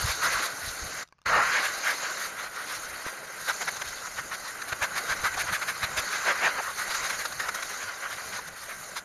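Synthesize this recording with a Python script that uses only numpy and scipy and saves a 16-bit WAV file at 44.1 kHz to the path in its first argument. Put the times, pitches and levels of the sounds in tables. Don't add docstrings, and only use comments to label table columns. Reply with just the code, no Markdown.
import sys
import numpy as np
from scipy import signal
from scipy.io import wavfile
from scipy.ndimage import uniform_filter1d

SR = 44100
rng = np.random.default_rng(int(sys.argv[2]) if len(sys.argv) > 2 else 0)


def file_out(sig):
    cols = np.atleast_2d(sig).T
    lim = np.clip(cols, -1, 1)
    pcm = np.round(lim * 32767).astype(np.int16)
    wavfile.write(sys.argv[1], SR, pcm)


N = 398663
T = np.arange(N) / SR


def gain_of(db):
    return 10 ** (np.asarray(db) / 20)


def unit_rms(x):
    return x / np.sqrt(np.mean(x ** 2) + 1e-20)


def add(mix, start_s, sound):
    part = mix[round(start_s * SR):][:len(sound)]
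    part += sound[:len(part)]


def noise(colour, size=512, patchy_db=0., flicker_db=0., shift=None):
    hop = size // 4
    frames, hz = N // hop + 5, np.fft.rfftfreq(size, 1 / SR)[:, None]
    real, imag, patches = rng.standard_normal((frames, size // 2 + 1, 3)).T
    patches = unit_rms(uniform_filter1d(uniform_filter1d(patches, size=6, axis=0), size=12, axis=1))
    flicker = unit_rms(uniform_filter1d(rng.standard_normal(frames), size=3))
    if shift is not None:
        hz = hz / np.interp(np.arange(frames) * hop, np.arange(N), shift)
    colour_hz, colour_db = np.transpose(colour)
    level_db = np.interp(np.log(hz + 1), np.log(colour_hz + 1), colour_db, -90, -90)
    spectra = (real + 1j * imag) * gain_of(level_db + patchy_db * patches + flicker_db * flicker)
    return unit_rms(signal.istft(spectra, nperseg=size, noverlap=size - hop)[1][:N])


def yard():
    # freq_hz, density_db
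    colour = [(24, -30), (40, -2), (125, 7), (269, -16), (1520, -14), (3560, -24), (6430, -20), (7500, -47),
              (9750, -53), (16500, -120)]
    return gain_of(-71.5) * noise(colour, size=1024, patchy_db=1.0)


def wall_echoes(near, t60_s=.16, delay_samples=300):
    t = T[delay_samples:5000]
    taps = rng.standard_normal(len(t)) * (rng.random(len(t)) < .05) * gain_of(-60 * t / t60_s)
    response = np.r_[np.zeros(delay_samples), taps / np.linalg.norm(taps)]
    return signal.oaconvolve(near, response)[:N]


def trigger_flow(shut_s=1.0317, open_s=1.261, fall_db_per_s=1900, rise_db_per_s=3900):
    falling_db = -fall_db_per_s * np.maximum(T - shut_s, 0)
    rising_db = -rise_db_per_s * np.maximum(open_s - T, 0)
    return gain_of(np.maximum(falling_db, rising_db))


def buffet():
    # time_s, level_db
    draught = [(0, -47), (.45, -58), (1.02, -60), (1.25, -46), (1.5, -58), (2.1, -65.5), (2.75, -60.5),
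               (3.2, -64.5), (3.8, -55), (4.5, -60.5), (5.3, -50.5), (5.75, -55), (6.3, -53), (8.1, -60.5),
               (9.04, -57.5)]
    # freq_hz, density_db
    colour = [(8.8, -34), (15, -4.5), (59, 0), (200, -1.5), (260, -50), (440, -120)]
    # middle_s, level_db, pitch_hz
    thumps = [(0.047, -38, 84), (.06, -31, 85), (.101, -30, 61), (.676, -38, 60), (0.831, -34, 54),
              (0.874, -48, 76), (1.365, -39, 95), (3.065, -29, 386), (4.728, -36, 105), (4.824, -36, 87),
              (5.116, -38, 61), (5.239, -37, 100), (5.529, -39, 104), (5.841, -31.5, 87.5), (5.99, -37, 79)]
    level, slaps = gain_of(np.interp(T, *np.transpose(draught))), np.zeros(N)
    for (middle_s, db, hz), phase in zip(thumps, rng.random(len(thumps))):
        span = slice(max(round((middle_s - .2) * SR), 0), round((middle_s + .2) * SR))
        cycles = hz * (T[span] - middle_s)
        level[span] += gain_of(db - 15) * np.exp(-(cycles / 1.5) ** 2)
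        slaps[span] += gain_of(db) * np.exp(-(cycles / .51) ** 2) * np.sin(2 * np.pi * (cycles + phase))
    rumble = noise(colour, size=2048, patchy_db=3.5, flicker_db=3.0)
    return level * rumble * trigger_flow() + slaps


def ticks():
    # start_s, level_db, bright_offset_db
    hits = [(1.053, -53, -12), (1.076, -68, 18), (1.088, -56, 4), (1.110, -63, -10), (1.125, -42, -9),
            (1.184, -56, -12), (1.189, -52, -12), (1.217, -53, 2), (1.228, -63, -4), (1.239, -80, 14)]
    # pitch_hz, level_db, t60_s
    modes = [(1100, -4, .025), (1500, -7, .02), (2500, -6, .012), (3900, -4, .01), (4700, -3, .008),
             (5900, -4, .008), (7000, -7, .005)]
    out, t = np.zeros(N), T[:3000, None]
    hz, mode_db, t60_s = np.transpose(modes)
    bright = hz > 3000
    for start_s, db, bright_db in hits:
        detune = rng.uniform(.91, 1.17, len(modes))
        decays = gain_of(db + mode_db + bright * bright_db - 60 * t / t60_s)
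        rings = decays * np.sin(2 * np.pi * hz * detune * t)
        add(out, start_s, rings.sum(axis=1))
    return out


def squeaks():
    # start_s, length_s, first_hz, last_hz, peak_db
    whistles = [(6.596, .016, 1150, 560, -28), (8.392, .014, 1250, 640, -43)]
    out = np.zeros(N)
    for start_s, length_s, first_hz, last_hz, db in whistles:
        hz = np.geomspace(first_hz, last_hz, round(length_s * SR))
        tone = np.sin(2 * np.pi * np.cumsum(hz) / SR)
        add(out, start_s, gain_of(db) * np.hanning(len(hz)) ** .5 * tone)
    return out


def sweeps():
    # middle_s, length_s, roar_db, spray_offset_db, pitch_factor
    crossings = [(0.098, 0.072, -28.5, -4, 1.03), (0.251, 0.056, -26.5, -4.5, 0.95),
                 (0.337, 0.048, -33, -1.5, 1.04), (0.45, .04, -37.5, 2.5, 1.03),
                 (0.67, 0.083, -39, -2.5, .99), (1.366, 0.12, -19, -36, 0.89),
                 (1.564, .077, -25.5, -17, 1.1), (1.651, 0.043, -26.5, -9.5, 1.12),
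                 (1.886, 0.087, -27, -8.5, 1.1), (2.047, 0.039, -31.5, -16, 1.02),
                 (2.24, 0.094, -38, -1, .99), (2.427, 0.1, -35.5, -7, 0.97),
                 (2.588, 0.11, -37.5, -7.5, 0.96), (2.725, 0.11, -35.5, -6, 1.02),
                 (3.073, 0.039, -33.5, -8.5, 1), (3.498, 0.035, -25, -9.5, .99),
                 (3.622, 0.023, -28.5, -8.5, 0.99), (3.684, .018, -26, -9, 1.03),
                 (3.771, 0.019, -35, -6, .96), (3.821, .011, -28, -11, 1.06),
                 (3.88, .04, -39.5, -3.5, 1.04), (3.932, .03, -42, -12, 1.01),
                 (4.063, 0.034, -37, -9, 0.92), (4.19, 0.031, -32.3, -11, .97),
                 (4.325, 0.023, -30, -12.5, 0.96), (4.346, 0.025, -35, -5.5, 1.07),
                 (4.476, 0.062, -36.5, -7.5, .96), (4.622, 0.01, -41, -2.5, 1.16),
                 (4.693, 0.026, -39, -2.5, 1.16), (4.728, 0.012, -24.5, -10, .98),
                 (4.835, 0.036, -25, -8, 1.1), (4.976, 0.032, -27.5, -6, 1.14),
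                 (5.113, 0.046, -27, -7, 1.06), (5.261, 0.042, -26, -7, 1.02),
                 (5.346, 0.012, -34.5, -4.5, 1.17), (5.379, 0.018, -28, -8, 0.75),
                 (5.406, 0.036, -29, -5, 1.18), (5.489, 0.041, -29, -12, 1), (5.547, 0.045, -28.5, -5, 1.1),
                 (5.628, 0.02, -27.5, -9.5, 1.04), (5.694, 0.031, -30, -4.5, 1.12),
                 (5.839, .027, -27, -6, 1.13), (5.987, .033, -26, -6, 1.04), (6.139, 0.055, -31, -7, 1.1),
                 (6.293, 0.055, -20.5, -14, 1.06), (6.454, 0.065, -23, -13.5, 1.2),
                 (6.591, 0.022, -26.5, -25, 0.92), (6.68, 0.072, -35, -12, 0.92),
                 (6.806, 0.045, -30.5, -6.5, 0.98), (6.913, .023, -30.5, -7, 0.97),
                 (6.948, 0.017, -28.5, -6, .96), (7.051, 0.03, -30.5, -6, 1.09),
                 (7.104, 0.018, -28, -5.5, 1.06), (7.138, 0.046, -37, -8, 1.02),
                 (7.196, 0.011, -36, -5, 0.9), (7.21, 0.025, -37, -4.5, 1.08),
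                 (7.257, 0.0095, -26, -7.5, 0.88), (7.326, .009, -33.5, -3.5, 0.83),
                 (7.403, 0.015, -26, -6.5, 1), (7.445, 0.077, -32.5, -12, 0.93),
                 (7.491, 0.012, -26.5, -6, 0.9), (7.553, .021, -34.5, -1.5, 0.95),
                 (7.58, 0.061, -34, -13, 1.03), (7.63, 0.012, -28.5, -6, 1),
                 (7.725, 0.064, -36, -8.5, 1.02), (7.822, 0.041, -36.5, -7, 1.13),
                 (7.894, 0.069, -35.5, -12, 0.98), (8.048, .061, -33, -15, 1.01),
                 (8.127, .05, -35.5, -5.5, 1.03), (8.195, 0.041, -38.5, -24, 1),
                 (8.355, .067, -36, -5.5, 1), (8.393, 0.013, -35, -15, .8), (8.482, .017, -40, -3.5, 0.98),
                 (8.613, 0.095, -47, 0.5, 0.97), (8.708, 0.046, -38.5, -10, 1.1),
                 (8.977, .031, -33.5, -3, 1.02)]
    power, pitch = np.zeros((4, N)), np.ones(N)
    for middle_s, length_s, roar_db, spray_db, factor in crossings:
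        first, last = (round((middle_s + side * length_s) * SR) for side in (-2, 2))
        span = slice(max(first, 0), last)
        bell = 2. ** (-abs(2 * (T[span] - middle_s) / length_s) ** 2.6)
        whoosh_db = -13 + .99 * (roar_db + 24) + 27 * (factor - 1)
        top_db = -3.5 + 1.5 * spray_db + 7 * (factor - 1)
        peaks = gain_of(roar_db + np.array([0, whoosh_db, spray_db, top_db]))
        power[:, span] += (peaks[:, None] * bell) ** 2
        pitch[span] *= factor ** bell
    return power, pitch


def jet():
    # time_s, roar_db, hiss_db, top_hiss_db
    levels = [(0, -35, -35.5, -40), (.17, -38.5, -40, -47), (.25, -29, -39, -44), (.44, -30, -36.5, -45),
              (.52, -39, -44.5, -47), (.8, -41.5, -42.5, -46), (1.02, -36.5, -42.5, -51.5),
              (1.262, -26, -40.5, -48), (1.5, -27, -39, -45), (1.8, -38, -41, -46), (2.1, -35, -40, -47.5),
              (2.5, -46, -56, -54.5), (2.7, -41.5, -45, -47), (3.0, -39, -47.5, -47.5),
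              (3.3, -42.5, -51, -53), (3.45, -40.5, -42.5, -46), (3.87, -41.5, -44, -49.5),
              (4.26, -43.5, -47.5, -50), (4.85, -40.5, -49, -49.5), (5.04, -36.5, -44, -46.5),
              (5.8, -39.5, -46, -48), (6.15, -33, -40.5, -47), (6.55, -32.5, -45.5, -46.5),
              (6.75, -40.5, -46, -46), (6.98, -33, -39, -46), (7.29, -40, -44.5, -46),
              (7.52, -42.5, -48, -50.5), (7.67, -40, -42.5, -46.5), (7.78, -43, -44, -48.5),
              (7.96, -43, -48, -52.5), (8.16, -44.5, -46.5, -49.5), (8.28, -41, -46, -49),
              (8.55, -46, -53, -55), (8.7, -45, -48, -47.5), (8.94, -45, -48.5, -51.5),
              (9.04, -51, -59, -64)]
    # freq_hz, density_db
    thrum = [(110, -55), (150, -14), (280, -10), (420, -7.5), (600, -4), (850, -5.5), (1100, -44)]
    whoosh = [(110, -40), (170, -18), (330, -15), (520, -3), (750, 0), (1000, -2), (1250, -30)]
    roar = [(500, -14), (800, -15.5), (1050, -5.5), (1220, -4.5), (1540, 1.5), (1740, -8.5), (1950, -2.5),
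            (2300, -10), (2800, -16.5), (3300, -17.5)]
    fizz = [(2200, -30), (2700, -9), (3300, -12), (3800, -2), (4400, 0), (4900, -4), (5500, -12),
            (6200, -30)]
    spray = [(2200, -9), (2700, -14.5), (3300, -5.5), (4000, 0), (5500, -6), (6400, -0.5), (7300, -8),
             (8200, -11)]
    hiss = [(5000, -13.5), (5700, -9), (6200, -2.5), (6600, -1), (7200, -7.5), (7700, -12), (8200, -19)]
    top = [(7800, -15), (8300, -5), (9200, -1.5), (11500, -2.5), (12300, -5), (13100, -15), (14200, -13.5),
           (15100, -20.5), (15700, -30)]
    time_s, *columns = np.transpose(levels)
    roar_db, hiss_db, top_db = (np.interp(T, time_s, column) for column in columns)
    roar_rise_db, hiss_rise_db = roar_db + 39, hiss_db + 45
    thrum_db = -49 + .45 * roar_rise_db + .09 * hiss_rise_db
    fizz_db = -47 + .3 * roar_rise_db + .96 * hiss_rise_db
    (swept_roar, swept_whoosh, swept_spray, swept_top), pitch = sweeps()
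    layers = [
        (gain_of(top_db) ** 2 + swept_top, noise(top, patchy_db=.7, flicker_db=1.8)),
        (gain_of(roar_db) ** 2 + swept_roar, noise(roar, patchy_db=1.5, flicker_db=-.5, shift=pitch)),
        (gain_of(thrum_db) ** 2, noise(thrum, size=1024, patchy_db=.9, flicker_db=2.2)),
        (swept_whoosh, noise(whoosh, patchy_db=1.2, flicker_db=.8, shift=pitch)),
        (gain_of(fizz_db) ** 2, noise(fizz, patchy_db=2.5, flicker_db=1.15)),
        (gain_of(hiss_db) ** 2, noise(hiss, patchy_db=2.5, flicker_db=.9)),
        (swept_spray, noise(spray, patchy_db=2.5, flicker_db=.6))]
    air = sum(np.sqrt(power) * sound for power, sound in layers)
    gusts = uniform_filter1d(uniform_filter1d(rng.standard_normal(N), size=600), size=600)
    return trigger_flow() * gain_of(.51 * unit_rms(gusts)) * air


def scene():
    near = jet() + squeaks() + ticks()
    behind = yard() + gain_of(-21) * wall_echoes(near)
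    return (near + behind + buffet())[None]


def record(dry):
    # centre_hz, half_width_hz, depth_db
    gaps = [(7960, 170, 40), (13400, 90, 33)]
    ceiling, edge_hz = .2, 15520
    squashed = ceiling * np.tanh(dry / ceiling)
    hz = np.linspace(0, SR / 2, 2049)
    cut_db = sum(depth * np.exp(-abs(hz - centre) / width) for centre, width, depth in gaps)
    notches = signal.firwin2(1023, hz, gain_of(-cut_db), fs=SR)
    lowpass = signal.firwin(511, edge_hz, window=("kaiser", 9), fs=SR)
    return signal.oaconvolve(squashed, np.convolve(notches, lowpass)[None], "same")


dry = scene()
out = record(dry)
file_out(out)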